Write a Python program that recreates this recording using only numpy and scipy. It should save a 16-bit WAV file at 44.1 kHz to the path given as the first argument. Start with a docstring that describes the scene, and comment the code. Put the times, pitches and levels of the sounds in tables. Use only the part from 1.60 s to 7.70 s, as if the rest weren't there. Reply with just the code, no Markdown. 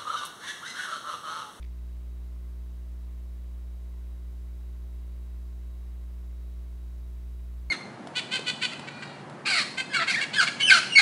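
"""Mains hum, leaking into a desk microphone's cable in a quiet small room: a stack of locked partials.
Under it a computer's fans rumble as shaped noise and sing faintly as thin straying tones.
A coil whines on one high straying tone, and the preamplifier hisses as white noise.
A few tiny ticks sound close by in the first moment: short noise bursts through damped resonances."""
import sys
import numpy as np
from scipy import signal
from scipy.fft import rfft, irfft
from scipy.io import wavfile

SR = 44100
rng = np.random.default_rng(int(sys.argv[2]) if len(sys.argv) > 2 else 0)


def generate_wav(sig):
    """Save sig (samples, or channels by samples) to the path in sys.argv[1] as 16-bit PCM at SR."""
    pcm = np.round(np.clip(np.atleast_2d(sig).T, -1, 1) * 32767).astype(np.int16)
    wavfile.write(sys.argv[1], SR, pcm)


N = 269054   # length in samples, about 6.1 s

MAINS_HZ = 59.973
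HUM_DB = -37   # rms of the fundamental
ODD_DB, ODD_FALL_DB_PER_OCTAVE = -59, 11.5   # odd overtones, from the third multiple up
EVEN_DB, EVEN_FALL_DB_PER_OCTAVE = -58.5, 12.5   # even overtones, from the second multiple up
# Overtones that stand out of that fall or sink below it: multiple of the mains frequency, lift/dB
UNEVEN_OVERTONES = [(4, 1), (8, -11.5), (11, 5), (13, -5), (18, 6.5)]

# Rumble and rush of the fans' air, before the case lifts it: f/Hz, level/dB per Hz
AIR_SPECTRUM = [(20, -81.5), (35, -85), (52, -72), (70, -78), (90, -84.5), (115, -91.5), (190, -93),
                (270, -99), (450, -99), (880, -101.5), (1400, -103.8), (2400, -107), (4000, -111),
                (10000, -123)]
# Resonances of the computer case: f/Hz, width/Hz, lift/dB
CASE_RESONANCES = [(324, 33, 5), (593, 41, 5), (1094, 210, 3), (2064, 140, 3.5)]
# Singing of the fans: f/Hz, rms level/dB, pitch wander/Hz
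FAN_TONES = [(52.6, -67, 0.17), (367.7, -70, 0.41), (630, -90.5, 0.37), (1051, -83, 0.99)]
# Coil whine: f/Hz, rms level/dB, pitch wander/Hz
COIL_TONES = [(3861.8, -82, .7)]

# Tiny ticks: t/s, approximate peak level/dB
TICKS = [(0.0237, -51), (0.0265, -43), (0.0291, -49.5), (0.042, -48), (0.049, -48.5), (0.062, -50)]
# What the ticks ring with: f/Hz, width/Hz, level relative to one another/dB
TICK_MODES = [(2210, 870, 6.5), (3320, 750, 3.5), (4670, 500, -1.5)]
TICK_DECAY_S = 0.0024

HISS_DB = -112.8   # preamplifier, per Hz
CUTOFF_HZ = 15750


def mains_hum(odd_lag=0.86, count=7, size=29):
    """`size` partials locked to the mains: the lowest `count` make a leaning, pointed wave, the rest buzz."""
    turn = 2 * np.pi * MAINS_HZ * np.arange(N) / SR + np.pi / 2
    hum = from_db(HUM_DB) * np.sqrt(2) * np.cos(turn)
    for order in range(2, size + 1):
        if order > count:
            lag = rng.uniform(0, 2 * np.pi)
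        elif order % 2:
            lag = odd_lag   # radians; hysteresis in a transformer's iron delays the odd overtones
        else:
            lag = 0
        hum += from_db(overtone_db(order)) * np.sqrt(2) * np.cos(order * turn - lag)
    return hum


def overtone_db(order):
    """Odd and even overtones each fall by about 12 dB an octave, as in a wave with corners."""
    if order % 2:
        level_db = ODD_DB - ODD_FALL_DB_PER_OCTAVE * np.log2(order / 3)
    else:
        level_db = EVEN_DB - EVEN_FALL_DB_PER_OCTAVE * np.log2(order / 2)
    return level_db + sum(lift_db for multiple, lift_db in UNEVEN_OVERTONES if round(multiple) == order)


def fan_air():
    """Smooth turbulence, strongest in the bass, lifted at the resonances of the case."""
    hz = np.maximum(np.arange(N // 2 + 1) * SR / N, 1)
    points_hz, points_db = np.transpose(AIR_SPECTRUM)
    colour_db = np.interp(np.log(hz), np.log(points_hz), points_db)
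    for centre, width, lift_db in CASE_RESONANCES:
        colour_db = colour_db + lift_db / (1 + (2 * (hz - centre) / width) ** 2)
    return irfft(rfft(white()) * from_db(colour_db), N)


def fan_singing():
    """Faint fan tones, straying about once a second."""
    return wandering_tones(FAN_TONES, rate=1.15, flutter_db=1.25)


def coil_whine():
    """A thin, high tone from a coil, straying faster than the fans."""
    return wandering_tones(COIL_TONES, rate=2.5, flutter_db=1.0)


def wandering_tones(tones, rate, flutter_db):
    """Thin sines whose pitch and level stray a little."""
    out = np.zeros(N)
    for hz, level_db, wander in tones:
        cycles = np.cumsum(hz + wander * drift(rate)) / SR + rng.random()
        gain = from_db(level_db + flutter_db * drift(rate))
        out += gain * np.sqrt(2) * np.sin(2 * np.pi * cycles)
    return out


def ticks():
    """Each tick is a burst of a few milliseconds through three steep, damped resonances."""
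    t = np.arange(N) / SR
    envelope = np.zeros(N)
    for start, peak_db in TICKS:
        envelope += from_db(peak_db) * (t >= start) * np.exp(-np.abs(t - start) / TICK_DECAY_S)
    grain = rng.standard_normal(N)
    ringing = np.zeros(N)
    for hz, width, level_db in TICK_MODES:
        once = resonance(grain, hz, width)
        ringing += from_db(level_db) * resonance(once, hz, width)   # the second pass steepens it
    return envelope * rms_one(ringing) / 2   # a burst peaks at about twice its rms


def preamp_hiss():
    """The preamplifier's noise, equally strong at every frequency."""
    return from_db(HISS_DB) * white()


def from_db(db):
    """Decibels to gain."""
    return 10 ** (np.asarray(db) / 20)


def rms_one(x):
    """Scale to an rms of one."""
    return x / np.sqrt(np.mean(x ** 2) + 1e-20)


def drift(rate):
    """Slow chance with a spread of one, changing about `rate` times a second."""
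    step = 40   # samples between the slow values
    r = np.exp(-2 * np.pi * step * rate / SR)
    chance = rng.standard_normal(N // step + 2002)
    slow = signal.lfilter([1], [1, -2 * r, r * r], chance)[2000:]   # drop the filter's settling
    return np.interp(np.arange(N) / step, np.arange(len(slow)), rms_one(slow))


def white():
    """White noise of 0 dB per Hz."""
    return rng.standard_normal(N) * np.sqrt(SR / 2)


def resonance(x, hz, width):
    """Two-pole resonance with a gain of about one at its top."""
    r = np.exp(-np.pi * width / SR)
    feed = (1 - r * r) / 2 * np.array([1, 0, -1])
    return signal.lfilter(feed, [1, -2 * r * np.cos(2 * np.pi * hz / SR), r * r], x)


def scene():
    """The hum and hiss of the electronics, plus the room's faint sounds."""
    electronics = mains_hum() + preamp_hiss()
    fans = fan_air() + fan_singing()
    return (electronics + fans + coil_whine() + ticks())[None]


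def record(dry):
    """A steep low-pass cuts the top."""
    low_pass = signal.firwin(601, CUTOFF_HZ, fs=SR, window="blackman")
    return signal.fftconvolve(dry, low_pass[None], mode="same")


dry = scene()
out = record(dry)
generate_wav(out)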